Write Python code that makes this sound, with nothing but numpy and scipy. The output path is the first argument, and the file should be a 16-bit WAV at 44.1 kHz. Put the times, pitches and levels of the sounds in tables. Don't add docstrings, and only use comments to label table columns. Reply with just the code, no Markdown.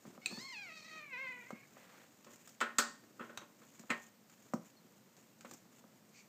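import sys
import numpy as np
from scipy import signal
from scipy.fft import rfft, irfft
from scipy.io import wavfile

SR = 44100
rng = np.random.default_rng(int(sys.argv[2]) if len(sys.argv) > 2 else 0)


def to_wav(s):
    ch = np.atleast_2d(s).T
    pcm = np.round(np.clip(ch, -1, 1) * 32767)
    wavfile.write(sys.argv[1], SR, pcm.astype(np.int16))


N = 276948
TIME = np.arange(N) / SR

# frequency_hz, density_db
BRIGHT_FRICTION = [(500, -4.5), (2300, 2), (4300, -6.5), (5500, -4.5), (6900, 9), (8500, -2), (14000, 2.5)]


def from_db(db):
    return 10 ** (np.asarray(db) / 20)


def rms_one(x):
    return x / np.sqrt(np.mean(x ** 2) + 1e-20)


def in_time(rows):
    times, *columns = np.transpose(rows)
    return [np.interp(TIME, times, column) for column in columns]


def at_hz(points, hz, column=1):
    points = np.array(points)
    return np.interp(np.log(hz), np.log(points[:, 0]), points[:, column])


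def during(start_s, end_s, fade_s=0.004):
    return np.clip(np.minimum(TIME - start_s, end_s - TIME) / fade_s, 0, 1)


def swell(middle_s, half_s):
    return np.exp(-((TIME - middle_s) / half_s) ** 2)


def decay(t, t60):
    return np.exp(-np.log(1000) * t / t60)


def after(start_s, length_s):
    span = slice(int(start_s * SR), min(N, int((start_s + length_s) * SR)))
    return span, TIME[span] - TIME[span.start]


def drift(rate_hz):
    pole = np.exp(-16 * np.pi * rate_hz / SR)
    slow = signal.lfilter([1], [1, -2 * pole, pole * pole], rng.standard_normal(N // 8 + 8002))[8000:]
    return np.interp(np.arange(N) / 8, np.arange(len(slow)), rms_one(slow))


def filtered(x, order, hz, kind):
    return signal.sosfilt(signal.butter(order, hz, kind, fs=SR, output="sos"), x)


def noise_bands():
    edges, white = np.geomspace(30, 17000, 28), rng.standard_normal((2, N))
    return [(np.sqrt(low * high), filtered(white[k % 2], 2, [low, high], "band"))
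            for k, (low, high) in enumerate(zip(edges, edges[1:]))]


def coloured(spectrum):
    hz = np.maximum(np.arange(N // 2 + 1) * SR / N, 1)
    return rms_one(irfft(rfft(rng.standard_normal(N)) * from_db(at_hz(spectrum, hz)), N))


def formant_gain(formants, hz):
    return sum(from_db(db) / (1 + ((hz - centre) / width * 1.17) ** 2) for centre, width, db in formants)


def breath(formants):
    hz = np.geomspace(100, 16000, 200)
    return coloured(np.c_[hz, 20 * np.log10(formant_gain(formants, hz))])


def room_tone(level_db=-63):
    # frequency_hz, density_db
    spectrum = [(30, -8), (60, -45), (108, -8.5), (224, 0.5), (378, -11.5), (503, -9), (745, -14),
                (2060, -19.5), (3300, -23), (7040, -21.5), (9600, -20), (14200, -14), (15400, -18)]
    return from_db(level_db) * coloured(spectrum)


def rubbing(fidget_hz=5.8, swing_db=6, lumpy_db=4.5, grainy_db=6.5):
    # middle_s, half_length_s, fur_db, weight_db
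    slides = [(0.097, 0.064, -79.5, -49.5), (0.373, 0.088, -68, -49), (1.87, 0.47, -82, -69),
              (2.326, 0.032, -70, -68), (2.5, 0.082, -72, -74), (3.2, 0.2, -84, -55.5),
              (3.75, 0.16, -74, -64), (4.025, 0.064, -67, -88), (4.33, 0.022, -72.5, -84),
              (4.454, 0.035, -70.5, -78), (4.675, 0.027, -71.5, -54.5), (5.2, 0.046, -81, -60),
              (5.506, 0.074, -74, -54.5), (5.779, 0.018, -68, -72)]
    # frequency_hz, density_db
    shuffle_spectrum = [(60, -69), (120, -2), (210, -4.5), (330, -2.5), (550, -12.5), (1200, -17),
                        (3000, -27)]
    fidget_db = swing_db * np.tanh(drift(fidget_hz))
    fur = from_db(-82.5 + fidget_db) + sum(from_db(db) * swell(s, half) for s, half, db, _ in slides)
    weight = from_db(-65.5 + fidget_db) + sum(from_db(db) * swell(s, half) for s, half, _, db in slides)
    shuffle = coloured(shuffle_spectrum) * weight * from_db(-13 + lumpy_db * drift(23))
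    rustle = coloured(BRIGHT_FRICTION) * fur * from_db(7 + grainy_db * np.tanh(drift(83)))
    return shuffle + rustle


def paw_thuds(slap_rise_s=0.003, thump_rise_s=0.023, sink_s=0.00217, spot_spread=0.03):
    # start_s, thump_db, slap_db
    landings = [(.053, -52, -48.5), (.073, -42, -74), (.178, -49, -47), (.325, -42, -48),
                (.375, -40.5, -46.5), (1.506, -76, -37), (1.525, -38.5, -83), (1.769, -63.5, -49),
                (3.203, -42.5, -76), (3.794, -46, -61), (3.837, -51.5, -53.5), (3.904, -32.5, -38),
                (4.5361, -25.5, -28), (4.588, -45, -70), (4.844, -52, -75), (5.448, -55, -44.5),
                (5.515, -52, -54), (5.655, -53, -65), (5.841, -53, -53.5)]
    # frequency_hz, level_db, t60_s
    floor_modes = [(187, -7.5, 0.11), (221.6, 5.5, 0.037), (347.5, -11, 0.082), (591.4, -1.5, 0.019),
                   (757, -4, 0.018), (990, -4.5, 0.019), (1180, -4, 0.015), (1820, -18.5, 0.019)]
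    out = np.zeros(N)
    for start_s, thump_db, slap_db in landings:
        for hz, mode_db, t60 in floor_modes:
            heavy = hz < 420
            span, t = after(start_s + sink_s * heavy, .2)
            level_db, rise_s = (thump_db + 1.5, thump_rise_s) if heavy else (slap_db + 3.5, slap_rise_s)
            tuning = 1 + rng.normal(0, spot_spread)
            ring = np.sin(2 * np.pi * hz * tuning * t) * decay(t, t60)
            out[span] += from_db(level_db + mode_db) * ring * (1 - decay(t, rise_s))
    return filtered(out, 4, 140, "high")


def roughness(throat_db, mouth_db, firm_rasp=0.1386, full_force_db=-45, doubling_db=7.5):
    force_db = 20 * np.log10(np.hypot(from_db(throat_db), from_db(mouth_db)))
    return np.clip(firm_rasp * 2 ** ((full_force_db - force_db) / doubling_db), 0, 1)


def yowl(jitter=0.0113, rough_jitter=0.0464, shimmer=0.55, period_doubling=0.083, clear_hz=5700):
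    # time_s, pitch_hz
    melody = [(.21, 724), (.28, 777), (.32, 889), (.38, 884.4), (.414, 1042), (.475, 1097), (.526, 1017),
              (.556, 864), (.626, 790), (.7, 663), (.82, 611), (.86, 642), (1.0, 617.7), (1.075, 586),
              (1.125, 516), (1.16, 498.5), (1.22, 540.4), (1.27, 509.5), (1.45, 476), (1.49, 533),
              (1.65, 549.6)]
    # time_s, throat_db, mouth_db
    force = [(0.215, -59.5, -73), (.29, -63.5, -58), (.358, -62.5, -51), (.475, -54, -54.5),
             (.584, -49, -58.5), (.7, -53, -67.5), (.77, -57, -58.5), (.83, -61, -61.5), (.996, -51, -63),
             (1.04, -56, -80), (1.102, -56, -84), (1.133, -45, -69.5), (1.3, -45.5, -74), (1.37, -53, -89),
             (1.459, -58.5, -80), (1.659, -65, -86)]
    # centre_hz, width_hz, gain_db
    throat = [(1250, 750, -8), (2300, 194, 3.5), (2505, 210, 1.5)]
    mouth = [(4356, 230, -3.5), (7000, 2200, -13.5)]
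    # time_s, frequency_ratio
    jaw_tuning = [(.25, 1.02), (.45, 0.77), (.57, 1.09), (.66, 0.97), (.9, 0.92), (1.06, 0.96), (1.6, 0.87)]
    start_s, end_s = force[0][0], force[-1][0]
    span, _ = after(0, end_s)
    throat_db, mouth_db = in_time(force)
    rasp = roughness(throat_db, mouth_db)
    pitch = in_time(melody)[0] * (1 + jitter * drift(47) + rough_jitter * rasp * drift(220))
    phase = 2 * np.pi * np.cumsum(pitch) / SR
    flutter = 1 + rasp * (shimmer * drift(110) + period_doubling * np.cos(phase / 2))
    harmonics = np.arange(1, 17)[:, None]
    partials, partial_hz = np.sin(harmonics * phase[span]), harmonics * pitch[span]
    waver = from_db(.8 * np.log2(2 * harmonics) * np.array([drift(40)[span] for _ in harmonics]))
    rolloff = np.sqrt(1 + (partial_hz / clear_hz) ** 8)
    tone_share = np.sqrt(1 - .7 * rasp[span] ** 2)
    jaw = in_time(jaw_tuning)[0][span]
    lips = (pitch[span] / 850) ** .16
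    out = np.zeros(N)
    for formants, tuning, level_db, air_gain in ((throat, jaw, throat_db, .57), (mouth, lips, mouth_db, 1.3)):
        gains = formant_gain(formants, partial_hz / tuning) * waver / rolloff
        tone = np.sum(gains * partials, axis=0) / np.sqrt(np.sum(gains ** 2, axis=0) / 2)
        air = air_gain * rasp * breath(formants) * (1 + .5 * np.cos(phase))
        out[span] += (tone_share * tone * flutter[span] + air[span]) * from_db(level_db[span])
    return out * during(start_s, end_s)


def caster_clacks(rattle_db=-17, rattle_t60=0.056, rise_s=0.012):
    # start_s, level_db, pitch_ratio, ring_time_ratio
    clacks = [(0.2593, -23.5, 1.0, 0.73), (3.374, -39.5, 1.51, 0.98)]
    # frequency_hz, level_db, t60_s
    modes = [(1373, -22, 0.03), (2543, 4.5, 0.019), (4020, 1, 0.011), (4080, -10, 0.025),
             (4310, 2.5, 0.011), (6110, -7, 0.0091), (7450, -4, 0.022), (8300, -5, 0.022),
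             (8540, 4.5, 0.007)]
    out = np.zeros(N)
    for start_s, level_db, tuning, length in clacks:
        span, t = after(start_s, .1)
        ring = sum(from_db(db) * np.sin(2 * np.pi * hz * tuning * t) * decay(t, t60 * length)
                   for hz, db, t60 in modes)
        rattle = from_db(rattle_db) * coloured(BRIGHT_FRICTION)[span] * decay(t, rattle_t60)
        out[span] += from_db(level_db + 3.5) * (ring + rattle) * (1 - decay(t, rise_s))
    return out


def claw_snags(bands, snap_t60=0.046, tick_t60=0.0025, tick_db=2):
    # start_s, body_db, edge_db
    snags = [(1.506, -40.5, -53), (2.246, -46, -55.5), (2.359, -62, -53), (2.475, -44.5, -47.5),
             (2.492, -55, -50), (2.605, -27, -42), (3.375, -29.5, -43.5), (3.795, -44.5, -48.5),
             (4.298, -54, -55.5), (4.538, -42, -44), (5.167, -53, -57), (5.409, -43, -54),
             (5.512, -43, -46), (5.537, -64, -45)]
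    # frequency_hz, density_db
    spectrum = [(200, -21), (1100, -7), (2500, -11), (3900, -16), (5200, -7), (7200, 1), (10000, -15),
                (15000, -4.5)]
    out = np.zeros(N)
    for start_s, body_db, edge_db in snags:
        span, t = after(start_s, .1)
        envelope = decay(t, snap_t60) + from_db(tick_db) * decay(t, tick_t60)
        for hz, noise in bands:
            gain_db = at_hz([(3800, body_db), (6000, edge_db)], hz) + at_hz(spectrum, hz) + 5
            out[span] += from_db(gain_db) * noise[span] * envelope
    return out


def body_drag(start_s=1.713, end_s=2.1, level_db=-62):
    # frequency_hz, density_db
    spectrum = [(200, -31), (500, 1), (1100, -2.5), (2000, -0.5), (3200, -10), (5000, -14.5), (9000, -13)]
    return coloured(spectrum) * from_db(level_db + 1.3 * drift(60)) * during(start_s, end_s, fade_s=0.083)


def leg_knocks(bands, hard_db=-29.5, hard_contact_s=0.0055, spot_db=8.5, spot_octaves=0.33):
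    # start_s, force_db, sharpness_db, favoured_hz, ring_time_ratio
    blows = [(2.265, -60.5, -5, 1050, 0.87), (2.611, -32.5, -6.5, 1430, 0.78),
             (2.784, -30.5, 10, 1370, 0.75), (3.194, -51, -15, 1280, 0.86), (3.208, -54, -13, 1400, 0.76),
             (3.293, -59.5, -9, 1440, 1), (3.413, -56.5, -9, 1030, 0.63), (3.616, -63.5, 2, 1103, 0.45),
             (3.894, -51, -9, 1070, .7), (3.902, -33.5, -5.5, 2050, 0.58), (5.448, -53.5, -1, 1270, 0.27)]
    # frequency_hz, level_db, t60_s
    modes = [(232.6, -2, 0.63), (506, -2, 0.21), (581, -3.5, 0.41), (1066, -11, 0.43), (1190, -5.5, 0.12),
             (1300, -8, 0.3), (1360, -12.5, 0.33), (1450, -13, 0.36), (1477, -6.5, 0.27), (1777, -7, 0.15),
             (1842, -10, 0.57), (2060, -28, 0.11), (2220, -34, 0.23), (2640, -9.5, 0.19), (3580, -30, 0.09),
             (4240, -11, 0.14), (4630, -23, 0.54), (5839, -37, .12), (6510, -2, 0.05), (7030, 2, 0.052),
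             (7680, 3.5, 0.063), (8840, 1, 0.025)]
    # frequency_hz, density_db, t60_s
    clatter = [(90, -55, 0.28), (222, -0.5, 0.44), (410, 4, 0.36), (720, -10.5, 0.59), (890, -6.5, 0.46),
               (1330, -10.5, 0.49), (2020, -9, 0.42), (3080, -15.5, 0.44), (5950, -25, 0.5),
               (7640, -18, 0.47), (9400, -25, 0.2), (14900, -26, 0.3)]
    out = np.zeros(N)
    for start_s, force_db, sharpness_db, favoured_hz, ring_ratio in blows:
        span, t = after(start_s, .4)
        attack = 1 - decay(t, hard_contact_s * 2 ** ((hard_db - force_db) / 18.5))
        bass_db = -39.5 + .59 * (force_db - hard_db)
        spectrum = [(550, bass_db), (900, force_db), (3000, force_db), (4200, force_db + sharpness_db)]

        def drive_db(hz):
            return at_hz(spectrum, hz) + spot_db * np.exp(-(np.log2(hz / favoured_hz) / spot_octaves) ** 2)

        for hz, mode_db, t60 in modes:
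            strength = from_db(drive_db(hz) + mode_db + rng.normal(-2.5, 0.73)) * rng.choice([-1, 1])
            out[span] += strength * np.sin(2 * np.pi * hz * t) * decay(t, t60 * ring_ratio) * attack
        for hz, noise in bands:
            crack = from_db(10.5) * hz / (hz + 2500) * decay(t, t60=0.083)
            wash = decay(t, at_hz(clatter, hz, column=2) * ring_ratio)
            strength = from_db(drive_db(hz) + at_hz(clatter, hz) + 11)
            out[span] += strength * noise[span] * (crack + wash) * attack
    return filtered(out, 3, 120, "high")


def squeak(jitter=0.004):
    # time_s, pitch_hz, level_db
    arch = [(4.755, 4150, -92), (4.772, 4370, -66), (4.79, 4180, -72), (4.81, 4010, -85)]
    pitch, level_db = in_time(arch)
    phase = 2 * np.pi * np.cumsum(pitch * (1 + jitter * drift(100))) / SR
    return np.sin(phase) * from_db(level_db) * during(arch[0][0], arch[-1][0])


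def cat_hiss(middle_s=6.18, half_s=0.043, level_db=-60.5):
    # centre_hz, width_hz, gain_db
    formants = [(2360, 300, -0.5), (4560, 300, -10), (6660, 1500, -6.5)]
    return breath(formants) * from_db(level_db) * swell(middle_s, half_s)


def reverberation(x, t60=0.26, absorbed_above_hz=7700):
    t = TIME[:SR // 2]
    tail = rng.standard_normal(len(t)) * decay(t, t60) * (t > .004)
    tail = filtered(tail / np.sqrt(np.sum(tail ** 2)), 1, absorbed_above_hz, "low")
    return signal.fftconvolve(x, tail)[:N]


def scene():
    bands = noise_bands()
    voice = yowl() + squeak() + cat_hiss()
    thuds = paw_thuds()
    snaps = caster_clacks() + claw_snags(bands)
    knocks = leg_knocks(bands)
    echo = reverberation(from_db(-10.5) * voice + from_db(-9.5) * thuds + from_db(-6) * snaps)
    return (room_tone() + rubbing() + thuds + voice + snaps + body_drag() + knocks + echo)[None]


def record(dry, bass_hz=65, shelf_hz=8900, shelf_db=-8.5, dip_hz=9900, dip_share=0.49, cutoff_hz=15450):
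    below = signal.sosfiltfilt(signal.butter(14, shelf_hz, fs=SR, output="sos"), dry)
    shelved = below + from_db(shelf_db) * (dry - below)
    notched = signal.lfilter(*signal.iirnotch(dip_hz, Q=2.16, fs=SR), shelved)
    dipped = shelved + dip_share * (notched - shelved)
    thinned = filtered(dipped, 2, bass_hz, "high")
    return signal.sosfilt(signal.ellip(10, .2, 70, cutoff_hz, fs=SR, output="sos"), thinned)


dry = scene()
out = record(dry)
to_wav(out)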